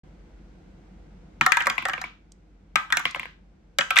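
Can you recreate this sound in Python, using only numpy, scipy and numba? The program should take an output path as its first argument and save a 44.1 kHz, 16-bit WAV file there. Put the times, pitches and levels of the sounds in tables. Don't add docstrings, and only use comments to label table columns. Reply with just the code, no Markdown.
import sys
import numpy as np
from scipy import signal
from scipy.fft import rfft, irfft
from scipy.io import wavfile
from scipy.ndimage import uniform_filter1d
from numba import njit

SR = 44100
rng = np.random.default_rng(int(sys.argv[2]) if len(sys.argv) > 2 else 0)


def persist_wave(psi):
    counts = np.round(np.clip(psi, -1, 1) * 32767).astype(np.int16)
    wavfile.write(sys.argv[1], SR, np.atleast_2d(counts).T)


N = 176400


def undb(db):
    return 10 ** (np.asarray(db) / 20)


def curve(table, size):
    hz, value = np.array(table).T
    fft_hz = np.fft.rfftfreq(size, 1 / SR)
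    return np.interp(np.log(fft_hz + 1), np.log(hz), value)


def colour(x, table):
    size = x.shape[-1]
    return irfft(rfft(x) * undb(curve(table, size)), size)


def fall(t, t60):
    return np.exp(-np.log(1000) * t / t60)


def add(out, at, sound, pan_db):
    start = int(at * SR)
    length = min(sound.shape[-1], N - start)
    sides = undb(np.array([[pan_db], [-pan_db]]) / 2)
    out[:, start:start + length] += sound[..., :length] * sides


def hum():
    # f/Hz, level/dB
    noise_colour = [(20, -39), (40, -9.5), (48, -15), (70, -6.5), (110, -18), (135, -19), (150, -10),
                    (190, -8.5), (250, -20.5), (320, -15.5), (415, -26.5), (480, -22.5), (570, -29.5),
                    (730, -29), (1140, -38), (1500, -35.5), (1800, -41), (2060, -38), (2620, -43),
                    (6320, -53), (8710, -61), (10200, -77.5), (11700, -66.5), (13000, -78.5)]
    # f/Hz, level/dB
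    side_colour = [(60, -20.5), (110, -9), (200, -18), (380, -2.5), (700, -4), (1290, 0.5), (2380, -1.5),
                   (4400, -1), (8120, 4.5), (15000, 0)]
    noise_db, motor_db = -51.5, -52
    motor_hz, motor_waver = 48, .3

    mid, side = colour(rng.standard_normal((2, N)), noise_colour)
    side = colour(side, side_colour)
    noise = np.array([mid + side, mid - side]) * undb(noise_db) / np.std(mid)
    waver = uniform_filter1d(rng.standard_normal(N), size=4000)
    waver = 1 + motor_waver * waver / np.std(waver)
    tone = np.sin(2 * np.pi * motor_hz * np.arange(N) / SR) * waver
    return noise + np.sqrt(2) * undb(motor_db) * tone


def knocks(rows, modes, gain_db, contact_s):
    band_edges = [400, 900, 1450, 2050, 3500, 7000, 15000]
    # f/Hz, level/dB, t60/s
    thud_modes = [(113.4, -5, 0.086), (142.6, 2.1, .12), (227.6, -0.5, 0.13), (320.8, 4.5, 0.059)]
    scatter_db, detune = 2.0, .012
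    clack_cycles, ring_db = 28, -13
    rise_cycles, thud_rise_s = .55, 0.0094
    apart_rad, lag_s = .8, 4.5e-5
    chatter = .15
    crack_t60_s, crack_db, crack_side_db = .02, 3.0, -2
    thud_gain_db = 4

    out = np.zeros((2, 2, N))
    t = np.arange(4600) / SR
    left_right = np.array([[1], [-1]])
    bands = [signal.butter(2, [low, high], "band", fs=SR, output="sos")
             for low, high in zip(band_edges[:-1], band_edges[1:])]
    clicks = np.array([signal.sosfilt(sos, 1. * (t == 0)) for sos in bands])
    clicks = 20 * clicks / np.linalg.norm(clicks, axis=1)[:, None]

    hz, db, t60 = np.repeat(np.array(modes), 3, axis=0).T[:, :, None]
    band = np.searchsorted(band_edges, hz[:, 0]) - 1
    decay = fall(t, clack_cycles / hz) + undb(ring_db) * fall(t, t60)
    decay = decay * (1 - np.exp(-t * hz / rise_cycles)) ** 2
    lag = np.pi * lag_s * hz.T * left_right
    apart = apart_rad * np.minimum(hz.T / 1000, 1)
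    low_hz, low_db, low_t60 = np.array(thud_modes).T[:, :, None]

    for at, peak_db, *share_db, thud_db, pan_db in rows:
        level = undb(peak_db + gain_db)

        mode_level = undb(db + scatter_db * rng.standard_normal(hz.shape))
        mode_hz = hz * (1 + detune * hz / 1000 * rng.standard_normal(hz.shape))
        ring = mode_level * decay * np.exp(2j * np.pi * mode_hz * t)
        phase = 2 * rng.standard_normal(len(hz))
        turn = np.exp(1j * (apart * rng.standard_normal((2, len(hz))) - lag + phase))

        push = chatter * rng.standard_normal(512) * np.exp(-(t[:512] / contact_s) ** 2)
        push[0] = 1

        low_phase = rng.standard_normal(low_hz.shape)
        thud = undb(low_db) * fall(t, low_t60) * np.sin(2 * np.pi * low_hz * t + low_phase)
        thud = thud.sum(axis=0) * (1 - np.exp(-t / thud_rise_s))
        sound = undb(thud_db + thud_gain_db) * thud

        for b, share in enumerate(share_db):
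            part = (turn[:, band == b] @ ring[band == b]).imag
            part = signal.fftconvolve(part, push[None], axes=1)[:, :len(t)]
            if b >= 4:
                crack = signal.sosfilt(bands[b], rng.standard_normal(len(t)) * fall(t, crack_t60_s))
                quarter_turn = signal.hilbert(crack).imag
                crack = crack + undb(crack_side_db) * quarter_turn * left_right
                part = part / (np.std(part) + 1e-9) + undb(crack_db) * crack / np.std(crack)
            sound = sound + undb(share) * part / np.std(part[:, :440])

        add(out[0], at, sound * level, pan_db)
        add(out[1], at, level * undb(share_db) @ clicks, 0)
    return out


def tower_knocks():
    # t/s, peak level/dB before the gain below, then against that peak the levels of
    # low/dB, body/dB, middle/dB, upper/dB, click/dB, tick/dB and (before its own gain) thud/dB; left-right pan/dB
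    hits = [(1.411, -4, -29.5, -13.5, -15.5, -13, -29.5, -40, -22.5, 1.0),
            (1.463, -3.5, -18.5, -8.5, -12, -15.5, -22.5, -25.5, -43.5, 0.5),
            (1.52, -1.5, -36, -16.5, -11, -12.5, -22, -25.5, -42.5, 7.5),
            (1.57, -3, -30, -11.5, -13, -15, -25, -29.5, -53, 4),
            (1.605, -7.5, -28, -26, -16, -13, -35.5, -35, -37, -1.5),
            (1.612, -18.5, -23, -12, -2.5, -12, -26, -40, -30.5, -2),
            (1.621, -17.5, -39, -16, -11, -21, -22.5, -37, -27.5, 6),
            (1.658, -29, -3.5, -5.5, -3, 0, -10, -18, -8, 0),
            (1.669, -1.5, -23, -12.5, -12, -23, -27.5, -29, -31, 2),
            (1.699, -4, -29.5, -21, -19, -15.5, -24, -33.5, -32.5, 1),
            (1.755, -44, -12.5, -3, 0, -16.5, -8, -16, -9, 1),
            (1.853, -5, -18, -18, -14.5, -18.5, -27.5, -33, -35, -0.5),
            (1.885, -14, -15.5, -8.5, -17, -23.5, -26, -24, -28, -6),
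            (1.896, -14.5, -23.5, -12, -8.5, -16, -25, -34, -22.5, 2.5),
            (1.934, -17.5, -16, -8, -6, -7.5, -23, -29, -22, 1.5),
            (2.015, -21.5, -15, -7.5, -10, -19.5, -14, -21.5, -36.5, -0.5),
            (2.757, 1.5, -40.5, -16, -17, -15, -26, -32, -34.5, 5.5),
            (2.903, -22, -27, -8.5, -13.5, -11.5, -32, -29, -38, 1),
            (2.924, -10.5, -53.5, -7.5, -2, -8.5, -15, -19.5, -26.5, 2),
            (2.97, -9, -21, -15, -12, -8, -14, -18.5, -27, 2.5),
            (2.995, -17.5, -22, -10.5, -22, -15.5, -23, -21.5, -24, 1.5),
            (3.159, -16, -17, -19.5, -15.5, -18.5, -31.5, -35, -26, 2),
            (3.786, -0.5, -20, -19, -14.5, -13, -19, -27.5, -30, 0),
            (3.809, -4.5, -28.5, -20, -16, -13.5, -25, -69, -37, 2.5),
            (3.906, -6, -21, -12.5, -17, -10, -28.5, -25, -41, -0.5),
            (3.959, -14.5, -27, -7.5, -14, -5.5, -25.5, -21, -57, 4.5),
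            (3.967, -4, -21, -24, -8.5, -3.5, -29.5, -38, -49, 4),
            (3.975, -17, -33, -2.5, 1, -3, -5.5, -18, -38, -5.5),
            (3.987, 3, -34.5, -20.5, -18.5, -8.5, -20.5, -22, -44, -2.5)]
    # f/Hz, level/dB, t60 of the after-ring/s
    tower_modes = [(556, -7, .1), (753, 0, .2), (957, -11, .06), (1165, -9, .04), (1322, 0, .08),
                   (1590, -2, .08), (1745, -2, .08), (1890, -2, .06), (2130, -2, .07), (2400, -1, .07),
                   (2860, -5, .04), (3280, -7, .04), (3830, 0, .04), (4500, -3, .03)]
    return knocks(hits, tower_modes, gain_db=6, contact_s=.0045)


def table_knocks():
    # t/s, peak level/dB before the gain below, then against that peak the levels of
    # low/dB, body/dB, middle/dB, upper/dB, click/dB, tick/dB and (before its own gain) thud/dB; left-right pan/dB
    bounces = [(1.78, -6, -31, -22, -31, -14.5, -51.5, -37.5, -34, 3.9),
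               (1.824, -27, -27.5, -9.5, -12, -8, -62, -25.5, -13, 0.5),
               (1.979, -31, -10, -6, -7.5, -2, -46, -32, -12.5, 0.84),
               (2.04, -26, -18, -9, -43, -2.5, -50.5, -27, -16, 1.7),
               (3.054, -9.5, -25, -17.5, -21, -7.5, -40, -31, -27.5, 2.5),
               (3.147, -27.5, -14.5, -3.5, -7.5, 2, -49, -23, -34, 3.9),
               (3.196, -18, -30.5, -18.5, -25, -8.5, -40, -28.5, -25.5, 2.0),
               (3.231, -37, -19.5, -3, -6, 3, -43, -20.5, -21, 1.5),
               (3.255, -25, -25, -17, -15.5, -12, -52, -34.5, -26, 0.5)]
    # f/Hz, level/dB, t60 of the after-ring/s
    table_modes = [(500, -5, .03), (700, 0, .03), (1050, 0, .03), (1600, 0, .04), (1900, -2, .04),
                   (2100, -2, .08), (2300, -1, .08), (2700, 0, .04), (3200, -6, .03), (3800, 0, .03),
                   (4600, -3, .03)]
    return knocks(bounces, table_modes, gain_db=9, contact_s=.001)


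def room(x):
    # f/Hz, level/dB
    tail_colour = [(100, -22.5), (500, -5), (1500, 4.6), (3000, -5.5), (6000, -4), (16000, -11.5)]
    t60_s, tail_db, delay_s = 0.31, -2.5, 0.0026

    t = np.arange(16384) / SR
    swell = np.clip(t / delay_s - 1, 0, 1)
    tail = rng.standard_normal((2, len(t))) * fall(t, t60_s) * swell
    tail = colour(tail / np.linalg.norm(tail[0]), tail_colour) * undb(tail_db)
    return signal.fftconvolve(x.mean(axis=0)[None], tail, axes=1)[:, :N]


def die_ticks():
    # t/s, level/dB before the gain, left-right pan/dB
    touches = [(2.32, -35.5, -2.5), (3.1097, -25, 8)]
    centre_hz, width_hz, t60_s, gain_db = 6020, 4000, 0.018, 5.5

    out, t = np.zeros((2, N)), np.arange(4096) / SR
    edges_hz = [centre_hz - width_hz / 2, centre_hz + width_hz / 2]
    sos = signal.butter(2, edges_hz, "band", fs=SR, output="sos")
    for at, peak_db, pan_db in touches:
        burst = rng.standard_normal(len(t)) * fall(t, t60_s)
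        add(out, at, signal.sosfilt(sos, burst) * undb(peak_db + gain_db), pan_db)
    return out


def scene():
    # f/Hz, level/dB
    mic_colour = [(100, -8.64), (8500, -2.3), (10300, -13), (11500, -1.65), (13800, -18), (15500, -13.3)]
    spread_db, tick_room = -2.5, 0.35

    tower_near, tower_spread = tower_knocks()
    table_near, table_spread = table_knocks()
    near = tower_near + table_near
    spread = tower_spread + table_spread
    tick = die_ticks()
    echo = room(.5 * near + tick_room * tick + undb(spread_db) * spread)
    return colour(near + tick + echo, mic_colour) + hum()


@njit
def follow(x, e, attack, release):
    out = np.empty(len(x))
    for i in range(len(x)):
        e += (x[i] - e) * (attack if x[i] > e else release)
        out[i] = e
    return out


def record(dry):
    threshold, ratio, attack_s, release_s = 0.098, 1.595, 0.0091, 7.7
    start_s, fade_s = 0.033, 0.0045
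    ceiling, top_hz = 1.1, 16600

    loudest = np.abs(dry).max(axis=0)
    envelope = follow(loudest, 1. * threshold, 1 / (attack_s * SR), 1 / (release_s * SR))
    gain = np.minimum(1, threshold / envelope) ** (1 - 1 / ratio)
    fade = np.clip((np.arange(N) / SR - start_s) / fade_s, 0, 1)
    rounded = ceiling * np.tanh(dry * gain * fade / ceiling)
    top_cut = signal.ellip(8, .2, 70, top_hz, fs=SR, output="sos")
    return signal.sosfilt(top_cut, rounded)


dry = scene()
out = record(dry)
persist_wave(out)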